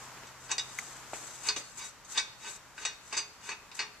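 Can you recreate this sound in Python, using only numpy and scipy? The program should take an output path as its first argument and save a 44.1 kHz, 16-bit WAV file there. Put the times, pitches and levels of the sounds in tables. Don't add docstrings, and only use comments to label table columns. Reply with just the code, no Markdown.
import sys
import numpy as np
from scipy import signal
from scipy.fft import rfft, irfft
from scipy.io import wavfile
from scipy.ndimage import uniform_filter1d

SR = 44100
rng = np.random.default_rng(int(sys.argv[2]) if len(sys.argv) > 2 else 0)


def materialize(psi):
    bounded = np.clip(np.atleast_2d(psi).T, -1, 1)
    quanta = np.round(bounded * 32767).astype(np.int16)
    wavfile.write(sys.argv[1], SR, quanta)


N = 176400

# f/Hz, level/dB, t60/s (t60 is the time to fade by 60 dB)
METAL_TONES = [(421.2, -15.5, 0.33), (880, -18.5, 0.089), (1207, -12.5, 0.096), (1527, -3, 0.15),
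               (1917, -2, 0.077), (2268, -6.5, 0.12), (2518, -8, 0.22), (2570, -1.5, 0.16),
               (2847, -0.5, 0.12), (3515, -8.5, 0.2), (3660, -7, 0.14), (3720, -6, 0.23), (3810, -4, 0.17),
               (4346, -2, 0.18), (4792, -1, 0.16), (4990, -3, 0.11), (5190, -13, .1), (5776, -2, 0.15),
               (6000, -2.5, 0.12), (6310, -1, 0.13), (6550, -1, 0.044), (7230, -0.5, 0.073),
               (7744, -3.5, 0.099), (8015, -6.5, 0.1)]
# f/Hz, level/dB
CLANK_SPECTRUM = [(100, -75), (250, -5.5), (650, -8), (900, 5), (1200, 4), (1380, -6), (1560, 2.5),
                  (2650, 3.5), (3200, -8.5), (3700, 6.5), (4080, -9), (4600, 0), (5450, -7.5), (6400, 3.5),
                  (8100, -16), (8600, -11), (10500, -30), (14000, -63)]
# f/Hz, level/dB
STEREO_WIDTH = [(30, 3), (120, -9), (500, -13), (2500, -6), (5000, 0.5), (8000, 1.5), (14000, -1.5)]
CLANK_T60_S = 0.11


def knocks(tones):
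    # t/s, clank/dB, ring/dB, chatter decay/s, lows/dB, treble/dB, favoured f/Hz, boost/dB
    hits = [(0.27, -59, -55.5, 0.0027, -6, 5, 7100, 1), (0.5145, -37.5, -33, 0.003, 2, 5.5, 6050, 4.5),
            (.581, -36.5, -30, 0.0064, -5, -2, 5000, 6), (.594, -39, -31.5, 0.0041, -7, -4, 3750, 12.5),
            (1.4863, -35.5, -25, 0.0064, -0.5, 0.5, 4530, 16),
            (1.5628, -34.5, -42.5, 0.013, -4.5, 1.5, 6800, 8), (2.047, -56.5, -63, .003, -11, 6, 7650, 8),
            (2.176, -24.5, -26, 0.0082, -8, -4.5, 4100, 0),
            (2.1892, -39, -34.5, 0.0035, -0.5, -21, 2250, 16), (2.779, -52, -49, 0.0047, 8.5, -6, 4350, 6),
            (2.851, -34.5, -30.5, 0.0064, -0.5, 2.5, 3730, 5.5),
            (3.1263, -39.5, -41, 0.0058, 6.5, 1.5, 4860, 11), (3.168, -40.5, -40.5, 0.0018, 1, 9, 4560, 6),
            (3.1745, -39, -31.5, 0.01, 3.5, 6.5, 4670, 14.5),
            (3.490, -43.5, -42, 0.018, 8.5, 3.5, 4300, 11.5),
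            (3.516, -43, -39.5, 0.0084, 0.5, -5, 2470, 16), (3.7148, -49, -53, 0.0013, 1.5, -8, 4900, 9),
            (3.7915, -35.5, -31.5, 0.029, 4, -7, 4540, 8)]
    favoured_width_hz, loose_from_s, tight_t60_s = 480, 2.0, 0.35
    out, t = np.zeros((2, N)), np.arange(SR) / SR
    tone_hz = np.array(METAL_TONES)[:, 0]
    blow = signal.unit_impulse(SR)
    lead = SR // 100
    for s, clank_db, ring_db, chatter_s, low_db, treble_db, hz, boost_db in hits:
        chatter = amp(3) * unit(grit(per_s=1700, spread_db=3, size=SR) * np.exp(-t / chatter_s))
        tone_gains = amp(boost_db * np.exp(-((tone_hz - hz) / favoured_width_hz) ** 2))
        ringing = np.tensordot(tone_gains, tones, axes=1)
        if s < loose_from_s:
            ringing = ringing * fade(tight_t60_s)
        clank = unit(excite(blow + chatter, resonances(CLANK_SPECTRUM, CLANK_T60_S)))
        ring = unit(excite(blow + amp(-10.5) * chatter, ringing))
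        knock = np.roll(amp(clank_db) * clank + amp(ring_db) * ring, lead, axis=-1)
        knock = colour(knock, [(2400, low_db), (3500, 0.004), (5000, 0), (6000, treble_db)])
        add(out, np.sqrt(0.019 * SR) * knock[:, :-SR // 10], s - lead / SR)
    return out


def casting_tones():
    after_db, after_stretch, rise_s = -34.5, 0.74 / 0.11, 0.00012
    t = np.arange(SR) / SR
    tones = []
    for hz, db, t60 in METAL_TONES:
        phase, apart = rng.standard_normal(2)
        stereo_phase = np.array([[1], [-1]]) * apart * hz / 22000
        decay = fade(t60) + amp(after_db) * fade(after_stretch * t60)
        tones.append(amp(db) * decay * np.sin(2 * np.pi * (hz * t + phase) + stereo_phase))
    return np.array(tones) * (1 - np.exp(-t / rise_s))


def threads(ring):
    # peak t/s, swell/s, ease-off/s, level/dB
    grinds = [(.505, 0.022, 0.029, -33), (1.485, 0.063, 0.049, -34.5), (1.82, 0.068, 0.067, -43),
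              (2.172, 0.034, 0.022, -30.5), (2.465, 0.066, 0.044, -39.5), (2.83, 0.065, 0.11, -41.5),
              (3.15, 0.048, 0.091, -37), (3.492, 0.09, 0.026, -43), (3.81, 0.042, 0.012, -34.5)]
    metal = resonances(CLANK_SPECTRUM, CLANK_T60_S) + amp(0.5) * ring
    dulled = colour(metal, [(2900, 0), (6000, -4.5)])
    slips = grit(per_s=1600, spread_db=3, size=N) * strokes(grinds)
    return excite(slips, unit(dulled[:, :SR // 2]))


def fingers(ring):
    # peak t/s, swell/s, ease-off/s, level/dB
    rubs = [(.03, 0.14, 0.18, -54.5), (.45, 0.085, 0.082, -51.5), (.8, 0.3, 0.38, -46.5),
            (1.26, 0.17, 0.57, -47), (1.15, 0.025, 0.09, -46), (1.475, 0.051, 0.042, -37.5),
            (1.58, 0.0079, 0.04, -47), (1.65, 0.051, 0.16, -58.5), (1.79, 0.035, 0.041, -43),
            (1.85, 0.036, 0.066, -41), (2.12, 0.047, 0.13, -42), (2.505, 0.12, 0.067, -43.5),
            (2.56, 0.027, 0.017, -47.5), (2.82, 0.071, 0.031, -47), (3.08, 0.08, 0.17, -53),
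            (3.46, 0.059, 0.059, -48.5), (3.755, 0.015, 0.066, -43.5)]
    # f/Hz, level/dB
    skin_spectrum = [(200, -14), (1200, -3.5), (3000, -7), (5300, -8), (6400, 2), (7900, -1), (8900, -12.5),
                     (10500, -9), (11300, -22), (14500, -19)]
    scratch = resonances(skin_spectrum, t60=0.016) + amp(-9.5) * unit(colour(ring, skin_spectrum))
    grains = grit(per_s=2200, spread_db=2, size=N) * strokes(rubs)
    return excite(grains, unit(scratch[:, :SR // 2]))


def spanner_squeak():
    # f/Hz, level/dB
    slip_spectrum = [(300, -25), (1500, 11.5), (4000, -4), (7000, -4), (14000, -12)]
    # t/s, f/Hz, half length/s, level/dB
    squeak_tones = [(.7880, 6450, .0006, -27), (.7899, 2180, .001, -23), (.7895, 2030, .0035, -33),
                    (.7940, 6400, .0014, -36)]
    out, t = np.zeros((2, N)), np.arange(N) / SR
    add(out, amp(-41.5) * np.sqrt(SR / 50) * resonances(slip_spectrum, t60=0.045), s=0.7868)
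    for s, hz, half_s, db in squeak_tones:
        out += amp(db) * np.exp(-((t - s) / half_s) ** 2) * np.cos(2 * np.pi * hz * (t - s))
    return out


def bench():
    # t/s, level/dB
    bumps = [(0.17, -52.5), (0.234, -50.5), (1.134, -43), (1.232, -53), (1.562, -42), (1.604, -51)]
    # f/Hz, level/dB
    thud_spectrum = [(60, -46), (220, -6.5), (540, -3), (1000, -13), (2500, -8.5), (8000, -39)]
    tap_hz = 750
    out, t = np.zeros((2, N)), np.arange(SR) / SR
    add(out, -amp(-18.5) * fade(t60=0.0063) * np.sin(2 * np.pi * tap_hz * t), s=1.1335)
    out = colour(out, [(100, -55), (450, -1.5)])
    for s, db in bumps:
        add(out, amp(db) * np.sqrt(SR / 50) * resonances(thud_spectrum, t60=0.093), s)
    return out


def workshop():
    # f/Hz, level/dB
    air_spectrum = [(15, -55), (32, -2), (129, -3.5), (392, -8.5), (761, -5.5), (892, -2.5), (1360, -3),
                    (3600, -15), (7220, -15), (8030, -24.5), (14000, -26)]
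    # t/s, level/dB
    rush_levels = [(0, -46), (.25, -48), (.38, -51), (1.0, -47), (1.4, -50), (1.72, -54.5), (4, -54.5)]
    hum_levels = [(0, -64), (1.6, -67.5), (2.1, -72.5), (4, -78)]
    hum_hz, waver_depth, rumble_db = 126.7, 0.0073, -56
    t = np.arange(N) / SR
    waver = np.interp(t, np.linspace(0, N / SR, 24), rng.standard_normal(24))
    hum = np.sqrt(2) * np.sin(2 * np.pi * np.cumsum(hum_hz * (1 + waver_depth * waver)) / SR)
    hum *= amp(np.interp(t, *np.array(hum_levels).T))
    air = unit(stereo(rng.standard_normal((2, N)), air_spectrum)) * np.sqrt(N)
    rumble = colour(air, [(120, -1.0), (400, -11.5)])
    rush = (air - rumble) * amp(np.interp(t, *np.array(rush_levels).T))
    return amp(rumble_db) * rumble + rush + hum


def grit(per_s, spread_db, size):
    strength = amp(spread_db * np.minimum(rng.exponential(size=size), 4)) * rng.choice([-1, 1], size)
    return unit(strength * (rng.random(size) < per_s / SR)) * np.sqrt(size)


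def strokes(rows):
    edge_db = -16.5
    t = np.arange(N) / SR
    total = np.zeros(N)
    for s, swell_s, ease_s, db in rows:
        away = np.maximum((s - t) / swell_s, (t - s) / ease_s)
        total += amp(db + edge_db * np.minimum(away, 1)) * (away < 1)
    return uniform_filter1d(total, size=600)


def resonances(spectrum, t60):
    burst = rfft(rng.standard_normal((2, SR)) * fade(t60))
    evened = irfft(burst / np.sqrt(uniform_filter1d(np.abs(burst) ** 2, size=90)), SR)
    return unit(stereo(evened, spectrum) * (np.arange(SR) < SR / 2))


def stereo(noises, spectrum):
    shared, side = noises
    side = colour(side, STEREO_WIDTH)
    return colour(np.array([shared + side, shared - side]), spectrum)


def amp(db):
    return 10 ** (np.asarray(db) / 20)


def unit(x):
    return x / np.sqrt(np.mean(np.sum(x ** 2, axis=-1)) + 1e-18)


def colour(x, points):
    hz, db = np.array(points, float).T
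    f = np.maximum(np.fft.rfftfreq(x.shape[-1], 1 / SR), 1)
    return irfft(rfft(x) * amp(np.interp(np.log(f), np.log(hz), db)), x.shape[-1])


def fade(t60):
    return np.exp(-np.log(1000) * np.arange(SR) / SR / t60)


def excite(push, response):
    return signal.fftconvolve(np.atleast_2d(push), response, axes=-1)[:, :push.shape[-1]]


def add(out, x, s):
    i = int(s * SR)
    out[:, i:i + x.shape[-1]] += x[..., :N - i]


def scene():
    tones = casting_tones()
    ring = unit(tones.sum(axis=0))
    work = knocks(tones) + threads(ring) + fingers(ring) + bench()
    room = unit(colour(rng.standard_normal((2, SR)), [(3000, 1.5), (9000, -7.0)]) * fade(t60=0.55))
    return work + amp(-14.5) * excite(work, room) + spanner_squeak() + workshop()


def record(dry):
    # f/Hz, level/dB
    balance = [(40, -1.5), (200, 2.5), (2000, 0.7), (6000, -1), (6800, -2), (7600, 14.5), (10000, 6),
               (14000, 2)]
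    top_hz = 14350
    left = colour(dry[0], [(hz, db / 2) for hz, db in balance])
    right = colour(dry[1], [(hz, -db / 2) for hz, db in balance])
    return signal.sosfilt(signal.ellip(10, .2, 70, top_hz, fs=SR, output="sos"), np.array([left, right]))


dry = scene()
out = record(dry)
materialize(out)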